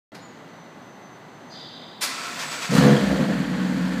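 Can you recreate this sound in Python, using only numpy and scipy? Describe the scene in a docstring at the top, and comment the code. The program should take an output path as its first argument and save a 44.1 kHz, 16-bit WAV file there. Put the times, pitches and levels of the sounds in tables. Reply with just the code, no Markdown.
"""A concrete parking garage, one microphone behind a six-cylinder car that starts from cold.
Over the ventilation a relay ticks, an actuator whines and the fuel pump primes. The starter's pinion
clashes in and cranks, labouring at each compression. The engine catches, flares with a bark and
settles into a fast idle, its uneven firings booming through the pipes and off the concrete."""
import sys
import numpy as np
from scipy import signal
from scipy.fft import rfft, irfft, next_fast_len
from scipy.io import wavfile
from scipy.ndimage import map_coordinates

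SR = 44100
rng = np.random.default_rng(int(sys.argv[2]) if len(sys.argv) > 2 else 0)


def wav_record(signal):
    """Record a signal, one row per channel, as 16-bit PCM in the file named by sys.argv[1]."""
    frames = np.transpose(np.atleast_2d(signal))
    bounded = np.clip(frames, -1, 1)
    # unit amplitude maps onto the largest positive 16-bit level
    quanta = np.round(bounded * 32767).astype(np.int16)
    wavfile.write(sys.argv[1], SR, quanta)


N = 176400
PRIME_S, ENGAGE_S, CATCH_S, RELEASE_S = 1.497, 2.012, 2.692, 2.72
MIC_OPEN_S, MIC_TOP_HZ = .119, 15400

# engine speed: t/s, firing rate/Hz
FIRING_RATE = [(2.69, 61.86), (2.735, 69.1), (2.79, 71.1), (2.88, 70.67), (2.96, 69.04), (3.06, 66.1),
               (3.22, 62.98), (3.42, 61.46), (4, 60.96)]
# relative strength of each cylinder: level/dB
CYLINDER_DB = [-1, -5, -4.5, -4.5, 1, 0]
# exhaust loudness: t/s, boom level/dB, bark level/dB
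EXHAUST_LEVELS = [(2.69, -30, -48), (2.725, -23, -26.5), (2.785, -14, -28.5), (2.85, -19, -23.5),
                  (2.96, -21.5, -24), (3.0, -26.5, -31), (3.24, -23.5, -30), (3.3, -22.5, -32.5),
                  (3.5, -27.5, -37.5), (4, -33.5, -39)]
# engine bay and tailpipe rasp: t/s, clatter level/dB, hiss level/dB
RASP_LEVELS = [(2.69, -35, -52), (2.73, -37, -39), (2.775, -26.5, -33), (2.83, -26, -37), (2.92, -28, -42),
               (3.0, -31, -41.5), (3.2, -33.5, -44), (3.5, -36, -48.5), (4, -36.5, -47.5)]
# spectra of the engine's layers: f/Hz, relative level/dB
BOOM_SPECTRUM = [(20, -52), (50, -23.5), (100, -26), (125, -12.5), (155, 0.5), (200, -2), (270, 1),
                 (310, -12), (380, -26.5), (700, -58), (2000, -106)]
BARK_SPECTRUM = [(100, -73), (300, -9), (345, 0), (380, -10.5), (420, -3.5), (490, 0.5), (600, -4),
                 (710, -5.5), (820, -19), (1300, -19), (4000, -64)]
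CLATTER_SPECTRUM = [(440, -28.5), (750, -6.5), (854, -0.5), (905, -4.5), (1130, -2.5), (1220, -7.5),
                    (1420, -1.5), (1770, 0), (2180, -7), (2430, -8.5), (2610, -10), (2870, -11.5),
                    (3130, -9.5), (3740, -14), (4200, -14.5), (5460, -43), (9240, -120)]
HISS_SPECTRUM = [(2240, -36), (3800, -6.5), (4180, 0), (4640, 1.5), (5190, -6), (7300, -5.5), (9510, -14.5),
                 (14600, -20), (15500, -23)]
CRACK_SPECTRUM = [(300, -23), (750, 2), (1250, 2.5), (1800, -8), (3000, -6.5), (5000, -9.5), (8000, -14),
                  (15000, -25.5)]
# first firings, ringing the silencer: t/s, f/Hz, level/dB
FIRST_FIRINGS = [(2.691, 165, -23), (2.712, 205, -20.5), (2.774, 175, -14.5), (2.776, 254.2, -20.5)]
# drone under load: multiple of the firing rate, relative level/dB
FLARE_ORDERS = [(2, -1), (3, 2), (4, -6.5), (5, -22), (6, -12.5), (7, -3), (8, -24), (9, -25), (10, -12.5)]
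# drone at idle: multiple of the cycle rate, relative level/dB
IDLE_ORDERS = [(14, -17), (15, -18), (16, -22), (17, -20), (18, 3.5), (19, -18), (20, -6.5), (21, -13),
               (22, -25), (23, -14), (24, -13), (25, -5.5), (26, -15), (27, -20), (28, -16), (30, -10.5),
               (31, -17)]
# loudness of the two drones and of the throb at the firing rate: t/s, level/dB
FLARE_LEVEL = [(2.69, -54), (2.73, -23), (2.8, -24.5), (2.85, -13), (2.92, -13.5), (2.98, -20), (3.03, -43),
               (3.3, -70)]
IDLE_LEVEL = [(2.9, -55), (3.02, -21), (3.2, -25.5), (3.42, -27), (3.75, -23.5), (4, -25)]
THROB_LEVEL = [(2.7, -51), (2.84, -37), (2.97, -58), (3.03, -46), (3.12, -35), (3.25, -53), (3.37, -44),
               (3.6, -50), (4, -48)]
# small metallic ticks: t/s, f/Hz, level/dB
METAL_TICKS = [(2.882, 6400, -30), (2.967, 3219, -23.5)]
# spectra of the starter's layers: f/Hz, relative level/dB
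GRIND_SPECTRUM = [(150, -32), (250, -4), (385, -10.5), (474, -5.5), (646, -8.5), (692, 0.5), (768, -10.5),
                  (1080, 1.5), (1220, -7), (1330, 2), (1610, -3.5), (2490, -2.5), (3010, -10), (4550, -7.5),
                  (5220, -11.5), (7900, -12), (9230, -21.5), (14700, -29.5), (15500, -34)]
STRAIN_SPECTRUM = [(200, -33), (600, -4), (1400, 2.5), (2400, 2), (3800, -2), (6500, -3), (9000, -13.5),
                   (13000, -22.5), (15500, -20)]
CLASH_SPECTRUM = [(290, -40), (500, -10), (954, -7), (1200, -6), (1470, -2.5), (2970, -6), (4070, -3),
                  (5200, -4), (10200, -10), (15500, -21)]
# starter housing resonances: f/Hz, relative level/dB
HOUSING_RINGS = [(1324, -42), (3461, -50), (4646, -47), (4737, -58)]
# compressions that load the starter: t/s, level/dB
COMPRESSIONS = [(2.235, -39), (2.403, -31.5), (2.525, -33.5), (2.63, -32), (2.721, -34.5)]
# the fuel pump's two bands of hiss: f/Hz, relative level/dB
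PUMP_HIGH_SPECTRUM = [(3500, -35), (4300, -2), (4650, -4), (4830, 5), (5050, -7), (5300, -26), (6200, -30),
                      (8000, -61)]
PUMP_LOW_SPECTRUM = [(2200, -27), (2900, -11), (3200, 2.5), (3380, -6), (3560, 9.5), (3740, -4), (3910, 5),
                     (4150, -15), (4600, -16), (5400, -59)]
# actuator whine: t/s, f/Hz, level/dB
ACTUATOR_WHINE = [(.18, 6400, -75), (.235, 7050, -55), (.29, 6730, -60), (.35, 6170, -70),
                  (.62, 6060, -63.5), (.74, 6110, -68), (.92, 6110, -60), (1.13, 6127, -62),
                  (1.33, 6140, -67), (1.41, 6160, -72), (1.5, 6160, -62), (1.57, 6160, -70)]
# the ventilation's rush of air and its fan tones: f/Hz, relative level/dB
AIR_SPECTRUM = [(25, -59), (40, -40), (59, -21.5), (88, -22), (110, -6.5), (156, -3), (250, -0.5),
                (420, -7), (780, -6), (1300, -11), (2050, -15), (2400, -21), (4400, -24), (5200, -33),
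                (7000, -32), (8400, -36), (9100, -43.5), (15300, -43)]
FAN_TONES = [(166.9, -62), (737.5, -79.5), (1997, -62)]
# reverberation of the concrete: f/Hz, t60/s
GARAGE_T60 = [(100, 1.24), (1000, 0.64), (4000, 1), (12000, 0.31)]


def engine():
    """Uneven firings thump and bark through the pipes; the first ring the silencer and crack."""
    firing_hz, = curves(FIRING_RATE)
    running = clock() >= CATCH_S
    fired = np.cumsum(firing_hz * running) / SR
    onsets = np.searchsorted(fired, np.arange(int(fired[-1])) + 1e-9)
    timing, thump_spread, bark_spread = rng.standard_normal((len(onsets), 3)).T

    def firings(spread, scatter_db, jitter_s):
        """One pulse per firing, uneven in time and strength."""
        pulses = np.zeros(N)
        at = np.clip(onsets + (jitter_s * SR * timing).astype(int), onsets[0], N - 1)
        pulses[at] = amp(np.resize(CYLINDER_DB, len(onsets)) + scatter_db * spread)
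        return pulses

    duty_gain = np.sqrt(running.mean())  # refers the rms to the time the engine runs
    boom_db, bark_db = curves(EXHAUST_LEVELS)
    thumps = garage(firings(thump_spread, scatter_db=0.91, jitter_s=0.00302), wet_db=-1)
    boom = duty_gain * amp(boom_db - 0.5) * colour(thumps, BOOM_SPECTRUM)
    slaps = garage(firings(bark_spread, scatter_db=2.2, jitter_s=.0004), wet_db=3.5)
    bark = duty_gain * amp(bark_db) * colour(slaps, BARK_SPECTRUM)
    rattle = rasp(fired)
    silencer = sum(amp(db) * burst(s, 0.012, 0.0059, 0.17) * tone(hz, 0.41, 60)
                   for s, hz, db in FIRST_FIRINGS)
    cold_firings = firings(thump_spread, scatter_db=1.9, jitter_s=0.00044)
    pops = signal.lfilter([1], [1, -np.exp(-1 / (0.0034 * SR))], cold_firings)  # 3.4 ms decay each
    crack = duty_gain * amp(-29) * burst(2.725, 0.017, 0.026, t60=1) * noise(CRACK_SPECTRUM, pops)
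    catch = silencer + garage(crack, wet_db=0.5)
    fade_in = burst(CATCH_S, 0.016, hold=N / SR, t60=1)
    return catch + fade_in * (boom + bark + rattle + exhaust_drone(firing_hz))


def exhaust_drone(firing_hz):
    """The regular part of the firing: engine orders, harder under load than at idle."""
    cycle_hz = firing_hz / len(CYLINDER_DB)
    flare = amp(curves(FLARE_LEVEL)[0]) * drone(FLARE_ORDERS, firing_hz, rough=0.066)
    idle = amp(curves(IDLE_LEVEL)[0]) * drone(IDLE_ORDERS, cycle_hz, rough=0.16)
    throb = amp(curves(THROB_LEVEL)[0]) * tone(firing_hz, .25, 9.2)
    return flare + idle + throb


def drone(orders, hz, rough):
    """Engine orders at multiples of hz, each a little unsteady in level and phase."""
    return unit(sum(amp(db) * (1 + rough * wobble(14)) * tone(k * hz, rough, 24) for k, db in orders))


def rasp(fired):
    """Engine bay and tailpipe: clatter that puffs at each firing, and a flickering hiss."""
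    clatter_db, hiss_db = curves(RASP_LEVELS)
    puffs = (2.5 + np.exp(-4 * (fired % 1))) * amp(0.91 * wobble(70))
    clatter = amp(clatter_db + 1.5) * noise(CLATTER_SPECTRUM, puffs)
    hiss = amp(hiss_db + 1) * noise(HISS_SPECTRUM, amp(0.65 * wobble(70)))
    return clatter + hiss


def ticks():
    """Short metallic ticks as the engine flares."""
    pings = sum(amp(db) * burst(s, 0.0016, 0, 0.0142) * tone(hz, 0.45, 630) for s, hz, db in METAL_TICKS)
    return garage(pings, wet_db=-5)


def starter():
    """The pinion clashes into the ring gear, then grinds, labouring at each compression."""
    engaged = burst(ENGAGE_S, 0.024, hold=RELEASE_S - ENGAGE_S, t60=1.0)
    teeth = amp(0.75 * wobble(500))
    grind = engaged * amp(-34) * noise(GRIND_SPECTRUM, teeth)
    load = sum(amp(db) * burst(s - .018, 0.01, 0.033, 0.24) for s, db in COMPRESSIONS)
    strain = load * noise(STRAIN_SPECTRUM, teeth)
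    housing = engaged * sum(amp(db - 4.5) * (1 + .5 * wobble(25.03)) * tone(hz, 1.24, 75)
                            for hz, db in HOUSING_RINGS)
    squeal = amp(-43 + 2 * wobble(37.8)) * burst(2.37, 0.17, .02, 0.48) * tone(7830, 1.2, 220)
    clash = amp(-22) * burst(ENGAGE_S - .005, .016, 0.019, 0.14) * noise(CLASH_SPECTRUM, teeth)
    chuff_spectrum = [(100, -37), (140, -1.5), (165, 4), (230, -11), (330, -35.5)]
    chuff = amp(-43) * burst(2.33, 0.017, .06, 0.89) * noise(chuff_spectrum)
    return grind + housing + squeal + chuff + strain + garage(clash, wet_db=-4.5)


def fuel_pump():
    """The pump primes with a spurt and a hiss that sinks as pressure builds."""
    high = amp(-45) * burst(PRIME_S, 0.024, 0.063, 2.1) * noise(PUMP_HIGH_SPECTRUM)
    low = amp(-45.5) * burst(PRIME_S + 0.018, 0.051, 0.23, 2.2) * noise(PUMP_LOW_SPECTRUM)
    spurt_spectrum = [(4000, -32), (5700, 6), (7000, -1), (8200, -10), (10000, -22), (14000, -24)]
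    spurt = amp(-59.5) * burst(PRIME_S, 0.022, 0.07, 0.7) * noise(spurt_spectrum)
    return spurt + high + low


def relay():
    """A relay ticks once and the concrete answers."""
    spectrum = [(500, -29), (1800, 4.5), (2800, -8), (4300, 0), (7000, -12), (12500, -19), (15000, -30)]
    tick = amp(-41.5) * burst(0.144, 0.0065, .004, 0.087) * noise(spectrum)
    return garage(tick, wet_db=-3)


def actuator():
    """An actuator's thin whine, joined partway by a faint octave."""
    hz, db = curves(ACTUATOR_WHINE)
    whine = amp(db + .6 * wobble(25.6)) * burst(.17, .02, 1.7, .3) * tone(hz, 0.22, 250)
    octave = amp(-82) * burst(0.77, .06, 0.19, 2.3) * tone(2 * hz, .8, 120)
    return garage(whine, wet_db=-4.5) + octave


def ventilation():
    """The room tone: rushing air and faint fan tones."""
    air = amp(-44 + 0.49 * wobble(13)) * noise(AIR_SPECTRUM)
    fan = sum(amp(db - 1) * tone(hz, 0.56, 7.4) for hz, db in FAN_TONES)
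    return air + fan


def garage(direct, wet_db):
    """Direct sound plus the concrete's tail, at about the same total power."""
    hz, t, bands = signal.stft(rng.standard_normal(SR), SR, nperseg=256)
    decay = amp(-60 * t / along(GARAGE_T60, hz)[:, None])
    tail = signal.istft(bands * decay, SR, nperseg=256)[1]
    wet = signal.fftconvolve(direct, tail / np.linalg.norm(tail))[:N]
    return (direct + amp(wet_db) * wet) / np.hypot(1, amp(wet_db))


def amp(db):
    """Decibels to gain."""
    return 10 ** (np.asarray(db) / 20)


def unit(x):
    """Scale to rms 1."""
    return x / np.sqrt(np.mean(x ** 2) + 1e-20)


def clock():
    """Time of each sample in seconds."""
    return np.arange(N) / SR


def along(points, hz):
    """Interpolate (f/Hz, value) points on a log frequency axis."""
    freqs, values = np.transpose(points)
    return np.interp(np.log(hz + 1), np.log(np.sort(freqs) + 1), values)


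def curves(rows):
    """One value per sample for each column after the time."""
    times, *columns = np.transpose(rows)
    return [np.interp(clock(), times, column) for column in columns]


def wobble(rate):
    """A smooth random curve, rate knots a second."""
    return map_coordinates(rng.standard_normal(int(N * rate / SR) + 4), [clock() * rate])


def colour(x, spectrum):
    """Causal filter with the given (f/Hz, level/dB) shape; the result has rms 1."""
    size = 2 * next_fast_len(N)
    gain = amp(along(spectrum, np.fft.rfftfreq(size, 1 / SR)))
    cepstrum = irfft(np.log(gain + 1e-6), size)
    cepstrum[1:size // 2] *= 2  # fold onto positive time for minimum phase
    cepstrum[size // 2 + 1:] = 0
    return unit(irfft(rfft(x, size) * np.exp(rfft(cepstrum)), size)[:N])


def noise(spectrum, gate=1):
    """Coloured noise, optionally chopped before the filter."""
    return colour(rng.standard_normal(N) * gate, spectrum)


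def burst(start, attack, hold, t60):
    """Linear attack, hold and exponential release, all in seconds."""
    t = clock() - start
    return np.clip(t / attack, 0, 1) * amp(-60 * np.maximum(t - attack - hold, 0) / t60)


def tone(hz, blur, rate):
    """A sine of rms 1 whose phase wanders by blur radians, rate times a second."""
    cycles = np.cumsum(hz * np.ones(N)) / SR + rng.random()
    return np.sqrt(2) * np.sin(2 * np.pi * cycles + blur * wobble(rate))


def scene():
    """The car from behind, over the garage's ventilation, in mono."""
    return (ventilation() + relay() + actuator() + fuel_pump() + starter() + engine() + ticks())[None]


def record(dry):
    """The microphone opens after a short silence and keeps nothing above its band limit."""
    size = next_fast_len(N + SR // 2)
    opened = dry * (clock() >= MIC_OPEN_S)
    in_band = np.fft.rfftfreq(size, 1 / SR) < MIC_TOP_HZ
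    return irfft(rfft(opened, size) * in_band, size)[:, :N]


dry = scene()
out = record(dry)
wav_record(out)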